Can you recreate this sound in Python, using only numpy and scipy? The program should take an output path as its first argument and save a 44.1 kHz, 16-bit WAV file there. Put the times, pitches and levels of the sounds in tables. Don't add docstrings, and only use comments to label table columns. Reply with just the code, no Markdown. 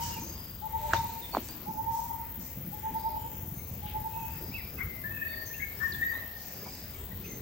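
import sys
import numpy as np
from scipy import signal
from scipy.fft import irfft, next_fast_len
from scipy.io import wavfile
from scipy.ndimage import uniform_filter1d, map_coordinates

SR = 44100
rng = np.random.default_rng(int(sys.argv[2]) if len(sys.argv) > 2 else 0)


def master(y):
    cut = np.clip(np.atleast_2d(y).T, -1, 1)
    pcm = np.round(cut * 32767)
    wavfile.write(sys.argv[1], SR, pcm.astype(np.int16))


N = 326781
T = np.arange(N) / SR

# time in seconds, levels in dB of the rumble, the low middle and the leaf
AIR_LEVELS = [(0.0, -42.5, -54.5, -47), (0.2, -45.5, -49, -53), (0.6, -50, -56.5, -62),
              (0.95, -41.5, -53, -47.5), (1.19, -52, -55, -54), (1.67, -49.5, -50, -57.5),
              (2.25, -48, -57, -60.5), (2.85, -48.5, -54, -57.5), (3.63, -45.5, -54, -60.5),
              (4.33, -45, -54.5, -56.5), (4.68, -48.5, -50.5, -56.5), (4.87, -39, -53.5, -58),
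              (4.91, -48.5, -53, -58.5), (5.66, -49, -56.5, -56.5), (5.94, -48, -50, -53.5),
              (6.31, -53, -56, -56.5), (6.69, -54.5, -53, -55.5), (6.93, -45, -55.5, -55.5),
              (7.41, -48.5, -49, -57)]
# frequency in Hz, relative density in dB per Hz.
FOREST_COLOUR = [(12, -48.5), (20, -14), (76, 3), (132, -5.5), (187, -8), (344, -14.5), (687, -20),
                 (827, -21.5), (1570, -26.5), (1890, -24), (3970, -29), (4910, -29.5), (7320, -29),
                 (9800, -38.5), (11500, -61), (15000, -58), (22000, -120)]
# frequency in Hz, left-right likeness from 0 to 1.
LIKENESS = [(60, 0.98), (250, 0.95), (700, 0.55), (1500, 0.33), (8000, 0.12)]
FOREST_RMS_DB, FLICKER_DB = -43.5, 3.0
RUMBLE_TOP_HZ, MURMUR_HZ, MURMUR_OCTAVES, LEAVES_FROM_HZ = 158, 257, 1.2, 1470

# time in seconds, left level in dB, left minus right in dB.
KATYDID_LEVELS = [(0, -37.5, 8), (.4, -41.5, 12), (1.199, -38.5, 11), (1.65, -39.5, 19), (2.1, -38, 8),
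                  (3.6, -39, 12), (4.1, -37.5, 15), (6.201, -37.5, 8), (6.7, -40, 10), (7.41, -41, 9.5)]
# centre in Hz, width in Hz, relative level in dB.
WING_RESONANCES = [(12185, 1750, -11.5), (13440, 930, -8), (14600, 960, -1), (16120, 1700, 2)]
# time in seconds, lead over the steady beat in trios.
RHYTHM_LEAD = [(.15, .06), (.6, .1), (1.65, -.1), (2.55, -.09), (3.15, -.21), (3.75, -.17), (4.05, -.21),
               (5.25, -.07), (6.45, .17), (7.05, .17)]
STROKE_LEVELS = [-4.5, -2, -2.5]
TRIOS_A_SECOND = 18.9
STROKE_WIDTH, BETWEEN_DB = 0.068, -9.5
KATYDID_LAG, KATYDID_ALIKE = 50, 0.5

# start in seconds,
# rms in dB at the burst's peak, centre in Hz, rise in seconds, fall by 60 dB in seconds.
BRUSH_BURSTS = [(0, -44.5, 5870, 0.018, 0.86), (.89, -44, 1500, 0.044, 0.22),
                (1.40, -55.5, 6740, 0.043, 0.4), (1.89, -54, 6400, 0.047, 0.82),
                (2.38, -56.5, 6240, 0.03, 0.6), (3.84, -54.5, 2730, .035, 0.39),
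                (4.765, -50, 1280, 0.038, 0.29), (5.80, -48, 1340, 0.02, 0.16),
                (6.10, -53, 990, 0.036, 0.31), (6.339, -56.5, 5330, 0.046, 1.3),
                (6.653, -46.5, 833, .1, 0.05), (7.23, -59.5, 2300, .03, 0.25)]
# start in seconds,
# rms in dB at the burst's peak, centre in Hz.
LOW_BURSTS = [(1.325, -40.5, 740), (1.359, -38, 263), (1.669, -40.5, 196), (2.37, -42.5, 199),
              (2.56, -39.5, 151), (2.64, -39.5, 184), (2.901, -43, 198), (4.401, -46.5, 370),
              (4.47, -42, 211)]
BRUSH_OCTAVES, LOW_OCTAVES = 0.7, 0.77
LOW_RISE_S, LOW_T60_S = 0.014, 0.17

# centre in seconds (a third of
# the way in for the first of a high string), peak in dB, nominal pitch in Hz, length in seconds,
# left minus right in dB.
COO_ARRIVALS = [(.022, -34.5, 931.7, 0.11, 4), (0.107, -38.5, 929, 0.063, 12), (0.177, -40, 892, 0.046, -1),
                (0.652, -34.5, 896, 0.078, 12), (0.756, -29, 895, 0.067, 8), (0.851, -34, 895, 0.075, 4),
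                (.903, -33.5, 906, .05, 1), (.958, -27, 919, .055, 9), (.997, -32, 910.6, .045, 6),
                (1.051, -30, 912.6, 0.038, -3), (1.13, -41, 914, 0.072, -4), (1.18, -48, 903, 0.048, 7),
                (1.24, -50, 938, 0.055, -5), (1.695, -34.5, 895, 0.076, -3), (1.755, -41, 866, .04, -5),
                (1.798, -30, 897, 0.067, -7), (1.893, -28, 915.6, .075, -5), (1.948, -31.5, 918, 0.034, 3),
                (1.974, -29, 911.4, 0.039, 4), (1.995, -29, 910, 0.029, 7), (2.05, -37, 930, 0.049, 6),
                (2.115, -33, 927, .028, 17), (2.143, -36, 927, 0.035, 27), (2.215, -44, 916, 0.052, -5),
                (2.295, -52.5, 919, 0.053, -2), (2.745, -41.5, 870, 0.059, 7.5),
                (2.868, -31.5, 888, 0.0877, -1), (2.966, -29.5, 902, 0.068, -2),
                (3.066, -28, 899.3, .075, -2), (3.142, -33, 885, 0.033, 0), (3.174, -32, 897, 0.039, 4),
                (3.256, -42, 904, .045, 2), (3.294, -41.5, 895, 0.034, 2), (3.852, -41, 870, .07, 2),
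                (3.925, -46.5, 856, .03, 3), (3.966, -30.5, 876, 0.062, 0),
                (4.062, -32.5, 894.5, 0.063, -5), (4.135, -42, 897, 0.03, 1), (4.169, -34, 912, 0.071, -2),
                (4.252, -36.5, 908.5, 0.06, -3), (4.379, -48, 893, 0.079, 2),
                (5.061, -35.5, 1800, 0.073, 9), (5.116, -37, 1817, 0.028, 9.5),
                (5.145, -45, 1800, .025, -1), (5.178, -40.5, 1790, 0.048, 4), (5.227, -30, 1803, .038, 5),
                (5.27, -35, 1812, 0.044, 1), (5.305, -47, 1786, .035, 3), (5.342, -38, 1830, 0.033, 12),
                (5.382, -39, 1814, 0.056, 14.5), (5.422, -42, 1810, 0.051, 10.5),
                (5.511, -45, 1810, 0.036, 3), (5.585, -47, 1800, 0.059, 3), (5.66, -49.5, 1800, .07, 7),
                (5.843, -28, 1805, 0.096, 19.5), (5.915, -45, 1780, .035, 9),
                (5.952, -37.5, 1766, 0.025, 11.5), (5.998, -40, 1784, .04, 10.5),
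                (6.03, -25, 1838, 0.04, 4), (6.054, -36, 1904, .02, 9), (6.072, -27, 1841, 0.026, -3),
                (6.1, -31, 1880, 0.032, 17), (6.124, -30.5, 1840, 0.02345, 5),
                (6.154, -41, 1863, 0.036, 12), (6.207, -51, 1895, .03, 8), (6.31, -51, 1836, 0.033, 5.5),
                (6.365, -44, 1833, 0.028, 10)]
# delay in seconds, level in dB relative to the arrival,
# left minus right in dB, half the phase step between the ports in radians.
TRUNK_ECHOES = [(0.044, -8.5, 2.5, 0.5), (.14, -20, -6, -.3)]
COO_LAG = -0.7
COO_FROM, COO_TO, FIRST_SCOOP, COO_ARCH, COO_WAVER = 0.94, 0.98, 0.0372, 0.0396, 0.015
PAUSE_S, HIGH_FROM_HZ = 0.25, 1300

# start in
# seconds, peak in dB, first Hz, last Hz, length in seconds, left minus right in dB.
BIRD_CALLS = [(.005, -49.5, 3010, 2970, 0.087, 21), (0.096, -49.5, 2826, 2725, 0.098, 1),
              (0.163, -49.5, 2530, 2390, 0.04, -1.5), (0.196, -46.5, 6800, 5850, 0.054, 2),
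              (0.79, -47.5, 619, 564, 0.24, -3), (0.961, -41, 3640, 3730, 0.021, -3),
              (1.213, -48, 3780, 3400, 0.06, -12), (1.315, -46.5, 4500, 4310, 0.058, -21),
              (1.481, -49, 4610, 4700, 0.041, -2), (1.52, -53, 4680, 5050, .028, 15),
              (3.041, -51.5, 622, 615, 0.19, -1), (3.142, -62, 3040, 3140, 0.19, 0),
              (3.585, -54, 2150, 2220, 0.033, 7), (3.545, -56, 6580, 6340, 0.083, 8.5),
              (4.51, -51, 2150, 2640, 0.036, 13), (4.536, -37.5, 2704, 2540, 0.039, -2),
              (4.569, -53, 2420, 2330, 0.15, 1), (4.573, -44, 2410, 1860, 0.037, 9),
              (4.768, -50, 2600, 2600, 0.033, -9), (4.784, -40, 2090, 2170, 0.021, 14),
              (4.799, -46, 1760, 1300, 0.024, 2), (4.802, -32.5, 2030, 2252, 0.036, 22),
              (4.84, -50.5, 2130, 2028, 0.24, 21), (4.928, -59, 620, 618, 0.28, -1),
              (5.199, -56, 624.2, 620, 0.43, -12), (5.27, -57, 3680, 3510, 0.14, 1),
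              (5.327, -45, 2080, 2214, 0.0176, 8), (5.253, -52.5, 4480, 4540, 0.25, -15),
              (5.455, -47.5, 6600, 5920, 0.05, 19), (5.533, -44.5, 2440, 2800, 0.028, -5),
              (5.596, -39, 1944, 2245, 0.0266, 29), (5.62, -30, 2090, 2253, 0.026, 26),
              (5.7, -50, 2219, 2220, 0.047, 21), (5.582, -48.5, 1740, 1620, 0.084, 10),
              (5.768, -53, 5400, 5200, 0.019, 20), (5.812, -42.5, 1535, 1395, 0.032, 5),
              (5.824, -44, 1180, 1090, 0.024, 5), (5.825, -50, 5340, 5270, 0.0247, 5.5),
              (5.919, -39.5, 5150, 3470, 0.015, -6), (5.929, -48.5, 3640, 3440, 0.032, -7),
              (6.017, -53.5, 3560, 3870, 0.053, -13), (6.072, -55.5, 4730, 4600, .06, -5),
              (6.124, -53, 3700, 3720, 0.042, -9.5), (6.147, -57.5, 4050, 3880, .07, -14),
              (6.137, -46.5, 1963, 1997, 0.089, 4), (6.595, -58, 1720, 1690, .05, 3.5),
              (6.634, -55, 1950, 2370, 0.041, 7), (6.67, -59, 2300, 2350, .04, 6),
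              (6.94, -54, 2290, 2260, .035, 5), (7.013, -65, 1940, 1900, 0.031, 7),
              (7.106, -52, 1964, 1840, 0.036, 14), (7.238, -50, 2490, 2640, .03, 5),
              (7.27, -56, 2110, 2040, 0.094, 9), (7.233, -52.5, 6190, 6120, 0.092, 0.5)]
TREES_T60_S, TREES_RISE_S, COO_ECHO_DB, SNAP_ECHO_DB = 0.96, 0.012, -5.5, -28
BUSHES_T60_S, BUSHES_RISE_S, BUSHES_DB = 0.45, 0.0012, -2.5

# start in seconds, level in dB before pulsing, pitch in Hz, length in seconds,
# pulses a second, left minus right in dB.
CRICKET_TRILLS = [(0.235, -46.5, 6380, 0.13, 65, 3), (0.194, -51.5, 4915, 0.44, 36, 1.5),
                  (1.142, -59, 9100, 0.25, 55, 3.5), (2.91, -56.5, 4950, 0.3, 33, -1.5),
                  (3.113, -60.5, 7150, 0.324, 35, -2.5), (3.527, -55.5, 9600, 0.12, 58, 0),
                  (3.559, -58.5, 6250, 0.2, 59, 37), (4.084, -51, 2590, 0.38, 35, -5),
                  (4.249, -54, 4980, 0.64, 35.2, 3), (5.096, -46.5, 2570, 0.28, 39, -6),
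                  (5.466, -52.5, 6450, 0.25, 68, 13), (6.482, -51, 4950, 0.53, 48, -3),
                  (7.263, -48, 6340, 0.14, 63, 9)]

# start in seconds, peak in dB, first Hz, last Hz, swell in seconds,
# tick rms at its onset in dB, tick Hz, left minus right in dB, splinter reference level in dB.
TWIG_SNAPS = [(.9336, -10, 1580, 1050, .0011, -27, 3500, -1, -32),
              (1.3398, -29, 1050, 900, .0008, -48, 2200, -1, -52),
              (1.3482, -15.5, 1030, 930, .0008, -39, 2500, -1, -43),
              (1.3691, -13.5, 880, 600, .0006, -37, 3200, 0, -45),
              (1.4862, -46, 1800, 1800, .0004, -34.5, 7600, -2, -60)]
# share of the snap's first Hz, level in dB relative to its splinter
# reference, width in octaves, rise in seconds, fall by 60 dB in seconds.
SPLINTER_BURSTS = [(0.381, 8, 1.2, 0.00067, 0.068), (1.0, -3, 1.8, 0.00058, 0.15),
                   (3.2, -12, 0.68, 0.0016, 0.38)]
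SNAP_SAG_S, SNAP_FADE_S, TICK_FADE_S = 0.001, 0.0013, 0.0012

# centre in seconds, peak in dB, Hz.
RUMBLE_THROBS = [(3.22, -37, 130), (3.347, -35, 120), (3.39, -36.5, 110), (3.433, -32, 111),
                 (3.482, -31, 115), (3.525, -29, 126), (3.574, -29.5, 120), (3.621, -35, 111),
                 (3.716, -36, 110), (3.857, -31, 125), (3.987, -34, 105), (4.015, -31, 120),
                 (4.305, -37, 110), (4.852, -30, 95), (4.876, -37, 110)]
THROB_CYCLES = 0.48
# start in seconds, peak in dB, pitch in Hz, length in seconds.
LOW_HUM = (7, -46, 200, 1.9)

MIC_LOW_HZ, MIC_TOP_HZ = 42.3, 15780


def undb(db):
    return 10 ** (np.asarray(db) / 20)


def unit(x):
    return x / np.sqrt(np.mean(x ** 2))


def walk(rate):
    hold = int(SR / rate)
    steps = np.repeat(rng.standard_normal(N // hold + 1), hold)
    return unit(uniform_filter1d(uniform_filter1d(steps, hold), hold)[:N])


def band(hz, width_hz):
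    size = next_fast_len(N)
    bell = np.exp(-2 * ((np.fft.rfftfreq(size, 1 / SR) - hz) / width_hz) ** 2)
    real, imaginary = rng.standard_normal((2, 2, len(bell)))
    return unit(irfft(bell * (real + 1j * imaginary), size)[:, :N])


def bandpass(order, low_hz, high_hz, x):
    return signal.sosfilt(signal.butter(order, [low_hz, high_hz], "band", fs=SR, output="sos"), x)


def decay(t, t60):
    return np.exp(-np.log(1000) * t / t60)


def along_pitch(hz, table):
    table_hz, values = np.transpose(table)
    return np.interp(np.log(hz), np.log(table_hz), values)


def add(out, s, sound, db, pan_db, lag=0.):
    first = int(s * SR)
    i = max(first, 0)
    sound = sound[i - first:][:N - i]
    gains = undb(np.array([[pan_db], [-pan_db]]) / 2)
    ports = gains * np.exp(1j * lag * np.array([[1], [-1]]))
    out[:, i:i + len(sound)] += np.real(sound * ports) * undb(db) / abs(ports.mean())


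def whistle(first_hz, last_hz, length, blur_hz=0., skew=0.58, arch_hz=0., edge=1.4):
    u = (np.arange(int(length * SR)) / (length * SR)) ** skew
    noise = rng.standard_normal(len(u))
    waver = blur_hz * unit(uniform_filter1d(uniform_filter1d(noise, size=90), size=90))
    arch = np.sin(np.pi * u)
    hz = first_hz + (last_hz - first_hz) * u + arch_hz * arch + waver
    return arch ** edge * np.exp(2j * np.pi * np.cumsum(hz) / SR)


def forest():
    frames = dict(nperseg=2048, noverlap=1536)
    hz, t, (mid, side) = signal.stft(rng.standard_normal((2, N)), SR, **frames)
    hz = np.maximum(hz, 10)[:, None]
    s, *levels = np.transpose(AIR_LEVELS)
    rumble, murmur, leaves = [np.interp(t, s, level - np.median(level)) for level in levels]
    db = along_pitch(hz, FOREST_COLOUR)
    db = db + rumble / (1 + (hz / RUMBLE_TOP_HZ) ** 4)
    db = db + murmur * np.exp(-(np.log2(hz / MURMUR_HZ) / MURMUR_OCTAVES) ** 2)
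    db = db + leaves / (1 + (LEAVES_FROM_HZ / hz) ** 2)
    patches = rng.standard_normal((40, 80))
    grid = np.broadcast_arrays(3 * np.log2(hz / 10), 8 * t)
    flicker = map_coordinates(patches, grid, order=1)
    alike = np.clip(along_pitch(hz, LIKENESS), 0, 1)
    signs = np.array([1, -1])[:, None, None]
    both = np.sqrt(1 + alike) * mid + np.sqrt(1 - alike) * side * signs
    out = signal.istft(both * undb(db + FLICKER_DB * flicker), SR, **frames)[1][:, :N]
    return unit(out) * undb(FOREST_RMS_DB)


def katydid():
    s, level_db, pan_db = np.transpose(KATYDID_LEVELS)
    beat = TRIOS_A_SECOND * T + np.interp(T, *np.transpose(RHYTHM_LEAD))
    force = undb(1.0 * rng.standard_normal((int(beat.max()) + 2, 3)))[beat.astype(int)]
    power = undb(2 * BETWEEN_DB)
    for k, db in enumerate(STROKE_LEVELS):
        stroke = np.exp(-((beat % 1 - (k + 1) / 4) / STROKE_WIDTH) ** 2)
        power = power + undb(2 * db) * force[:, k] ** 2 * stroke
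    rasp = sum(undb(db + walk(13)) * band(hz, width_hz) for hz, width_hz, db in WING_RESONANCES)
    common = np.roll(rasp[0], KATYDID_LAG)
    rasp[1] = KATYDID_ALIKE * common + np.sqrt(1 - KATYDID_ALIKE ** 2) * rasp[1]
    right_db = np.outer([0, -1], np.interp(T, s, pan_db))
    return unit(np.sqrt(power) * rasp) * undb(np.interp(T, s, level_db) + right_db)


def rustles():
    out, t = np.zeros((2, N)), T[:int(.6 * SR)]
    bursts = [(s, db, hz, BRUSH_OCTAVES, rise, t60) for s, db, hz, rise, t60 in BRUSH_BURSTS]
    bursts += [(s, db, hz, LOW_OCTAVES, LOW_RISE_S, LOW_T60_S) for s, db, hz in LOW_BURSTS]
    for s, _, hz, *_, db in TWIG_SNAPS:
        bursts += [(s, db + rel_db, share * hz, *shape) for share, rel_db, *shape in SPLINTER_BURSTS]
    for s, db, hz, octaves, rise, t60 in bursts:
        grains = rng.standard_normal((2, len(t))).clip(-2.5, 2.5) ** 3
        mid, side = bandpass(2, hz * 2 ** (-octaves / 2), hz * 2 ** (octaves / 2), grains)
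        shape = (1 - np.exp(-t / rise)) ** 2 * decay(t, t60)
        noise = (mid + 1j * side * min(hz / 2000, 1)) / mid.std()
        add(out, s, noise * shape / shape.max(), db, 0, np.pi / 4)
    return out


def coos():
    out = np.zeros((2, N))
    opens = np.diff(np.array(COO_ARRIVALS)[:, 0], prepend=0) > PAUSE_S
    for (s, db, hz, length, pan_db), first in zip(COO_ARRIVALS, opens):
        sharp = first and hz > HIGH_FROM_HZ
        from_hz = (COO_FROM - first * FIRST_SCOOP) * hz
        coo = whistle(from_hz, COO_TO * hz, length, blur_hz=COO_WAVER * hz,
                      skew=1 - 0.46 * sharp, arch_hz=COO_ARCH * hz, edge=1.21)
        start = s - length * (.5 - .17 * sharp)
        add(out, start, coo, db, pan_db, COO_LAG)
        for delay, echo_db, echo_pan_db, lag in TRUNK_ECHOES:
            add(out, start + delay, coo, db + echo_db, echo_pan_db, lag)
    return out


def birds():
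    out = np.zeros((2, N))
    for s, db, first_hz, last_hz, length, pan_db in BIRD_CALLS:
        blur_hz = min(70, 0.025 * first_hz)
        call = whistle(first_hz, last_hz, length, blur_hz=blur_hz, skew=0.802, edge=0.87)
        add(out, s, call, db, pan_db, .6)
    return out


def echoes(dry, t60, rise):
    t = T[:SR]
    tail = rng.standard_normal((2, len(t))) * decay(t, t60) * (1 - np.exp(-t / rise))
    tail /= np.sqrt(np.sum(tail ** 2, axis=1, keepdims=True))
    return signal.oaconvolve(dry.mean(axis=0, keepdims=True), tail, axes=1)[:, :N]


def crickets():
    out = np.zeros((2, N))
    for s, db, hz, length, rate, pan_db in CRICKET_TRILLS:
        tone = whistle(hz, hz, length, blur_hz=max(65, .018 * hz), skew=.8, edge=1.2)
        pulses = 0.71 + 0.36 * np.cos(2 * np.pi * rate * T[:len(tone)])
        add(out, s, tone * pulses, db, pan_db, .7)
    return out


def twigs():
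    out, t = np.zeros((2, N)), T[:SR // 50]
    for s, db, first_hz, last_hz, swell, tick_db, tick_hz, pan_db, _ in TWIG_SNAPS:
        late = np.maximum(t - 1.5 * swell, 0)
        shape = np.exp(-np.minimum(t / swell - 1.5, 0) ** 2 - late / SNAP_FADE_S)
        hz = last_hz + (first_hz - last_hz) * np.exp(-late / SNAP_SAG_S)
        add(out, s, shape * np.sin(2 * np.pi * np.cumsum(hz) / SR), db, pan_db)
        crack = bandpass(1, .7 * tick_hz, 1.4 * tick_hz, rng.standard_normal(len(t)))
        add(out, s + swell, unit(crack) * np.exp(-t / TICK_FADE_S), tick_db, pan_db)
    return out


def throbs():
    out, t = np.zeros((2, N)), T[:SR // 25] - 1 / 50
    for s, db, hz in RUMBLE_THROBS:
        swell = np.exp(-(t * hz / THROB_CYCLES) ** 2)
        phase = 2 * np.pi * hz * t + np.pi * rng.random()
        add(out, s + t[0], swell * np.exp(1j * phase), db, 0)
    return out


def hum():
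    out = np.zeros((2, N))
    s, db, hz, length = LOW_HUM
    add(out, s, whistle(hz, hz, length, blur_hz=40.4), db, 0)
    return out


def scene():
    coo, small, near = coos(), birds() + crickets(), twigs()
    to_trees = undb(COO_ECHO_DB) * coo + undb(SNAP_ECHO_DB) * near
    trees = echoes(to_trees, TREES_T60_S, TREES_RISE_S)
    bushes = echoes(undb(BUSHES_DB) * small, BUSHES_T60_S, BUSHES_RISE_S)
    sources = coo + small + near + rustles() + katydid() + throbs() + hum()
    return sources + trees + bushes + forest()


def record(dry):
    thin = signal.sosfilt(signal.butter(2, MIC_LOW_HZ, "high", fs=SR, output="sos"), dry)
    return signal.sosfilt(signal.ellip(12, .2, 75, MIC_TOP_HZ, fs=SR, output="sos"), thin)


dry = scene()
out = record(dry)
master(out)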